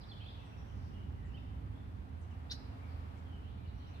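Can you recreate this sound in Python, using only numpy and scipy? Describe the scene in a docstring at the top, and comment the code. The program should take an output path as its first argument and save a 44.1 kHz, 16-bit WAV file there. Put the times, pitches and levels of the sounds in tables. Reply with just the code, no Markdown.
"""A quiet pond at the edge of a wood, with the low rumble of a distant town and a faint engine drone.
Birds whistle, twitter and trill deep in the trees, and a songbird slurs a short phrase in gliding tones.
One close bird gives a sharp chip, sounding both sides of its voice box at once.
Leaves and trunks scatter every call; two closely spaced microphones pick it all up."""
import sys
import numpy as np
from scipy import signal
from scipy.fft import rfft, irfft
from scipy.io import wavfile
from scipy.ndimage import uniform_filter1d

SR = 44100
rng = np.random.default_rng(int(sys.argv[2]) if len(sys.argv) > 2 else 0)


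def transcribe(u):
    """Save the signal u as a 16-bit wav file named by the first command-line argument.

    u: samples, shape (n,) or (channels, n), limited to [-1, 1]; the rate is SR.
    q: integer samples, one column per channel.
    """
    v = np.clip(np.atleast_2d(u).T, -1, 1)
    q = np.round(v * 32767).astype(np.int16)
    wavfile.write(sys.argv[1], SR, q)


N = 4 * SR
TIME = np.arange(N) / SR


def undb(db):
    """Decibels to gain."""
    return 10 ** (np.asarray(db) / 20)


def drift(rate_hz):
    """Smooth random drift with a spread near 1."""
    hold = max(int(SR / rate_hz), 1)
    steps = np.repeat(rng.standard_normal(N // hold + 1), hold)
    return 1.3 * uniform_filter1d(uniform_filter1d(steps, hold), hold)[:N]


def sine(hz, db):
    """A tone that follows a pitch curve, at an RMS level in dB."""
    return np.sqrt(2) * undb(db) * np.sin(2 * np.pi * np.cumsum(hz) / SR)


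def swell(start, length):
    """A round-shouldered fade in and out."""
    progress = np.clip((TIME - start) / length, 0, 1)
    return np.sqrt(np.abs(np.sin(np.pi * progress)))


def over_hz(points):
    """A table read at every frequency, on a log axis."""
    hz, value = np.array(points).T
    return np.interp(np.log(np.arange(N // 2 + 1) * SR / N + 1e-9), np.log(hz), value)


def place(x, lag_s, pan_db=0):
    """A direction: positive values reach the right microphone later and weaker."""
    return np.array([x * undb(pan_db / 2), np.roll(x, round(lag_s * SR)) * undb(-pan_db / 2)])


def scatter(x, t60_s, onset_s):
    """Countless small echoes from leaves and trunks, different at each microphone."""
    envelope = np.exp(-np.log(1000) * TIME / t60_s) * (1 - np.exp(-TIME / onset_s))
    echoes = rng.standard_normal((2, N)) * envelope
    echoes /= np.sqrt(np.sum(echoes ** 2, axis=1, keepdims=True))
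    return signal.fftconvolve(x[None], echoes, axes=1)[:, :N]


# Stereo width of the beds. Each row: frequency in Hz, left-right correlation.
STEREO_LIKENESS = [(60, 0.92), (110, 0.8), (200, 0.51), (320, 0.31), (480, -0.28), (700, -0.069),
                   (950, -0.54), (1450, -0.53), (1900, 0.18), (2600, -0.15), (6000, -0.046)]

def wash(spectrum):
    """Stereo noise of a given colour at unit level, arriving from all around."""
    alike = over_hz(STEREO_LIKENESS)
    coloured = rfft(rng.standard_normal((2, N))) * undb(over_hz(spectrum))
    mid, side = coloured * np.sqrt([1 + alike, 1 - alike])
    bed = irfft(np.array([mid + side, mid - side]), N)
    return bed / bed.std()


# Colour of the air bed. Each row: frequency in Hz, relative level in dB.
AIR_COLOUR = [(150, -11.5), (400, -1), (600, -1.5), (830, 0.5), (1300, -3.5), (1800, -9.5), (2500, -12.5),
              (3500, -17.5), (5000, -25), (7000, -32.5), (9500, -34), (13500, -35.5), (16000, -20.5)]

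def air():
    """The smooth hush over the pond, gently rising and falling."""
    return wash(AIR_COLOUR) * undb(-61 + 1.5 * drift(2.08))


def engine_tone(hz, db):
    """One engine line, wavering in pitch and level on its long way."""
    wavering_db = db + 3.63 * drift(4.026)
    return sine(hz * (1 + 0.00592 * drift(3.002)), wavering_db)


# The constant low drone. Each row: pitch in Hz, relative level in dB.
ENGINE_DRONE = [(61.5, -65), (80.7, -53.5), (102, -61)]
# A higher hum that comes and goes. Each row: start and end in seconds, pitch in Hz, relative level in dB.
ENGINE_HUM = [(0.45, 3.3, 257, -66), (2.2, 3.45, 270, -63.5), (0.57, 3.2, 298, -70), (3.7, 3.72, 230, -66)]

def engines():
    """Distant engines: a low drone with hums fading in and out above it."""
    drone = sum(engine_tone(hz, db) for hz, db in ENGINE_DRONE)
    hum = sum(engine_tone(hz, db) * swell(start, end - start) for start, end, hz, db in ENGINE_HUM)
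    return drone + hum


# Colour of the traffic bed. Each row: frequency in Hz, relative level in dB.
RUMBLE_COLOUR = [(15, -51), (25, -22.5), (40, -13), (58, 1.5), (76, -2), (104, -2.5), (135, -8.5),
                 (175, -13.5), (200, -10.5), (232, -16), (268, -14.5), (335, -23), (480, -27), (900, -66.5)]
# Fader ride on the whole town. Each row: time in seconds, gain in dB.
TOWN_FADER = [(0, -2), (.7, -1), (1.1, 0.8), (1.5, 0), (2, 0), (2.8, -0.7), (3.4, -0.7), (4, -1)]

def town():
    """Far traffic rumbling under the engines, a little to the right."""
    drone = engines()
    rumble = wash(RUMBLE_COLOUR) * undb(-46.5 + 1.25 * drift(3.01))
    fader = undb(np.interp(TIME, *np.array(TOWN_FADER).T))
    pan = undb([[-1.75], [1.75]])
    return (rumble + drone) * fader * pan


def sing(notes, waver):
    """Bird notes that swell and fade while the pitch bends through three points and flutters."""
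    voice = np.zeros(N)
    flutter = 1 + waver * drift(300)
    for start, length, first, middle, last, db in notes:
        on = (TIME >= start) & (TIME < start + length)
        progress = (TIME[on] - start) / length
        bend = np.polyfit([0, .5, 1], [first, middle, last], 2)
        hz = np.polyval(bend, progress) * flutter[on]
        voice[on] += np.sin(np.pi * progress) * sine(hz, db)
    return voice


# Rapid far trills; the first run is a broad, fluttering wash of echo around the songbird's phrase.
# Each row: start and length in seconds, lowest and highest pitch in Hz, relative level in dB.
FLUTTER_RUNS = [(0.127, 0.24, 2540, 4900, -68), (0.347, 0.21, 5350, 6200, -82), (.64, .14, 4980, 6900, -81),
                (0.737, 0.19, 3670, 6700, -77), (1.297, 0.12, 3870, 6180, -81.5),
                (2.86, 0.1, 3505, 5620, -76), (3.385, 0.31, 2410, 4790, -76),
                (3.66, .34, 3306, 4800, -78.5), (3.73, 0.09, 5400, 6080, -81),
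                (3.87, 0.055, 5650, 6250, -79.5), (3.884, 0.1, 2106, 3204, -67.5)]

def flutter_runs():
    """Runs of tiny falling notes, too quick and uneven to tell apart; each run swells and fades."""
    notes_per_s = 60 * (1 + .3 * drift(50))
    note_progress = np.cumsum(notes_per_s) / SR % 1
    pulses = np.sqrt(2) * np.sin(np.pi * note_progress)
    voice = np.zeros(N)
    for start, length, low, high, db in FLUTTER_RUNS:
        hz = high + (low - high) * note_progress
        voice += swell(start, length) * pulses * sine(hz, db)
    return voice


# Whistles deep in the wood, thin treetop twitter, and short falling chirps and high ticks.
# Each row: start and length in seconds, first, middle and last pitch in Hz, relative level in dB.
WHISTLE_NOTES = [(.17, 0.095, 2950, 2637, 2400, -66), (.35, 0.087, 3100, 2750, 2380, -68.5),
                 (.5, .05, 3100, 2660, 3020, -67.5), (.66, 0.065, 3000, 3040, 3060, -72.5),
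                 (.89, 0.14, 2800, 2954, 3060, -68), (1.16, .1, 2150, 1947, 1790, -69),
                 (1.24, 0.12, 2750, 2826, 2900, -72), (1.72, 0.093, 3050, 3390, 3500, -74.5),
                 (2.2, 0.071, 3100, 2950, 2720, -80), (2.65, 0.11, 2950, 2830, 2550, -80),
                 (2.78, .12, 2450, 2257, 2190, -72), (3.23, .15, 3350, 3045, 2745, -71.5),
                 (3.4, .11, 2600, 2990, 3680, -70.5), (3.56, 0.058, 2300, 2370, 2270, -73),
                 (3.63, 0.044, 2920, 2920, 2920, -70), (3.74, .17, 2850, 3040, 3034, -73)]
TWITTER_NOTES = [(0, .025, 5900, 4550, 2500, -62), (0.058, 0.062, 5700, 4800, 3900, -73),
                 (.565, 0.042, 5680, 5600, 5300, -74), (.27, .06, 5700, 4800, 4000, -75),
                 (1.355, 0.046, 3310, 3700, 3950, -71)]
TICK_NOTES = [(.44, 0.025, 9300, 8250, 7300, -82), (1.23, .06, 8770, 6850, 4450, -83),
              (2.18, .05, 10500, 8060, 5360, -82.5), (2.21, 0.026, 6850, 6270, 5700, -81),
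              (2.3, .017, 8000, 6270, 4230, -80), (2.303, 0.025, 3430, 2790, 2100, -69.5),
              (3.155, 0.038, 10000, 6750, 4300, -81.5), (3.665, .03, 4550, 4130, 3400, -73),
              (3.79, 0.038, 4450, 4050, 3400, -73.5), (3.848, 0.02, 4680, 4350, 3950, -72.5),
              (3.866, .016, 5500, 5420, 5350, -75), (3.93, .035, 4350, 3950, 3300, -70)]

def far_birds():
    """Distant calls and the wash around the song, blurred by leaves and wood; ticks get a short tail."""
    whistles = sing(WHISTLE_NOTES, waver=.0403)
    twitter = sing(TWITTER_NOTES, waver=.032)
    voices = undb(2) * (whistles + twitter) + undb(-.5) * flutter_runs()
    ticks = undb(3.5) * sing(TICK_NOTES, waver=.05)
    direct = undb(-8.5) * place(voices + ticks, lag_s=0.00019)
    leaves = undb(-5) * scatter(voices, t60_s=0.093, onset_s=0.0013)
    wood = undb(-.5) * scatter(voices, t60_s=0.91, onset_s=0.0025)
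    tick_tail = scatter(ticks, t60_s=0.25, onset_s=0.00093)
    return direct + leaves + wood + tick_tail


# The songbird's phrase and a few later notes.
# Each row: start and length in seconds, first, middle and last pitch in Hz, relative level in dB.
SONG_NOTES = [(.034, 0.018, 3100, 3530, 4450, -61.5), (.084, 0.032, 4710, 4220, 3850, -59),
              (.113, 0.0144, 3800, 3460, 3220, -52.5), (.123, 0.027, 3250, 3110, 3220, -62),
              (.199, 0.041, 2726, 3150, 3020, -58.5), (.251, 0.029, 3067, 3355, 3730, -57.5),
              (.281, .017, 3900, 3424, 3120, -55.5), (.297, .018, 3230, 3524, 4120, -59),
              (1.334, 0.0355, 2757, 3070, 3100, -60.5), (1.366, 0.022, 3060, 2720, 2570, -60.5),
              (3.318, 0.054, 3110, 3000, 2920, -67)]

def songbird():
    """Quick slurs from the right, answered by the wood."""
    voice = sing(SONG_NOTES, waver=.012)
    wood = undb(-1.5) * scatter(voice, t60_s=1, onset_s=0.0055)
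    return place(voice, lag_s=-0.00031, pan_db=-3) + wood


def syrinx(curve):
    """One side of a bird's voice box: a slightly rough gliding tone."""
    seconds, hz, db = np.array(curve).T
    rough_hz = np.interp(TIME, seconds, hz) * (1 + 0.025 * drift(1500))
    gate = (TIME > seconds[0]) & (TIME < seconds[-1])
    return gate * sine(rough_hz, np.interp(TIME, seconds, db))


# Glides of the chip's two voices. Each row: time in seconds, pitch in Hz, relative level in dB.
UPPER_VOICE = [(2.497, 3750, -68), (2.499, 3720, -48), (2.504, 3700, -48), (2.507, 4000, -43),
               (2.5095, 4500, -43), (2.5145, 5000, -41), (2.516, 5600, -43), (2.519, 5800, -43),
               (2.522, 5500, -42), (2.5245, 4450, -38), (2.529, 3700, -50)]
LOWER_VOICE = [(2.508, 3600, -56), (2.512, 3950, -38), (2.5145, 3650, -46), (2.516, 3800, -39),
               (2.519, 4100, -37), (2.522, 3850, -40), (2.524, 3500, -58)]

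def close_chip():
    """Two voices at once make a difference tone, rasp and bright hiss; bushes and wood echo the call."""
    voice = undb(-4) * (syrinx(UPPER_VOICE) + syrinx(LOWER_VOICE))
    # Squaring mixes the voices; the band-pass keeps their difference tone.
    difference_band = signal.butter(2, [1100, 3200], "bandpass", fs=SR, output="sos")
    difference_tone = undb(32.5) * signal.sosfilt(difference_band, voice ** 2)
    rasp = 1 + undb(-7) * drift(3100)
    call = voice * rasp + difference_tone
    hiss = undb(-21) * voice * rng.standard_normal(N)
    middle_register = signal.lfilter(*signal.iirpeak(4750, Q=6, fs=SR), call)
    direct = place(call + 0.41 * hiss, lag_s=0.00019)
    bushes = undb(-5) * scatter(call, t60_s=0.093, onset_s=0.0067)
    hiss_tail = scatter(hiss, t60_s=0.15, onset_s=0.0011)
    wood = undb(-8.5) * scatter(middle_register, t60_s=0.61, onset_s=0.011)
    return direct + bushes + hiss_tail + wood


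def scene():
    """Birds over the hush of the pond and the distant town."""
    return town() + air() + songbird() + far_birds() + close_chip()


def record(dry):
    """The microphone ports ring a little in the treble; the recorder cuts the top."""
    ring = undb(-6) * signal.lfilter(*signal.iirpeak(8130, Q=32, fs=SR), dry)
    top_cut = signal.ellip(10, .2, 70, 14400, fs=SR, output="sos")
    return signal.sosfilt(top_cut, dry + ring)


dry = scene()
out = record(dry)
transcribe(out)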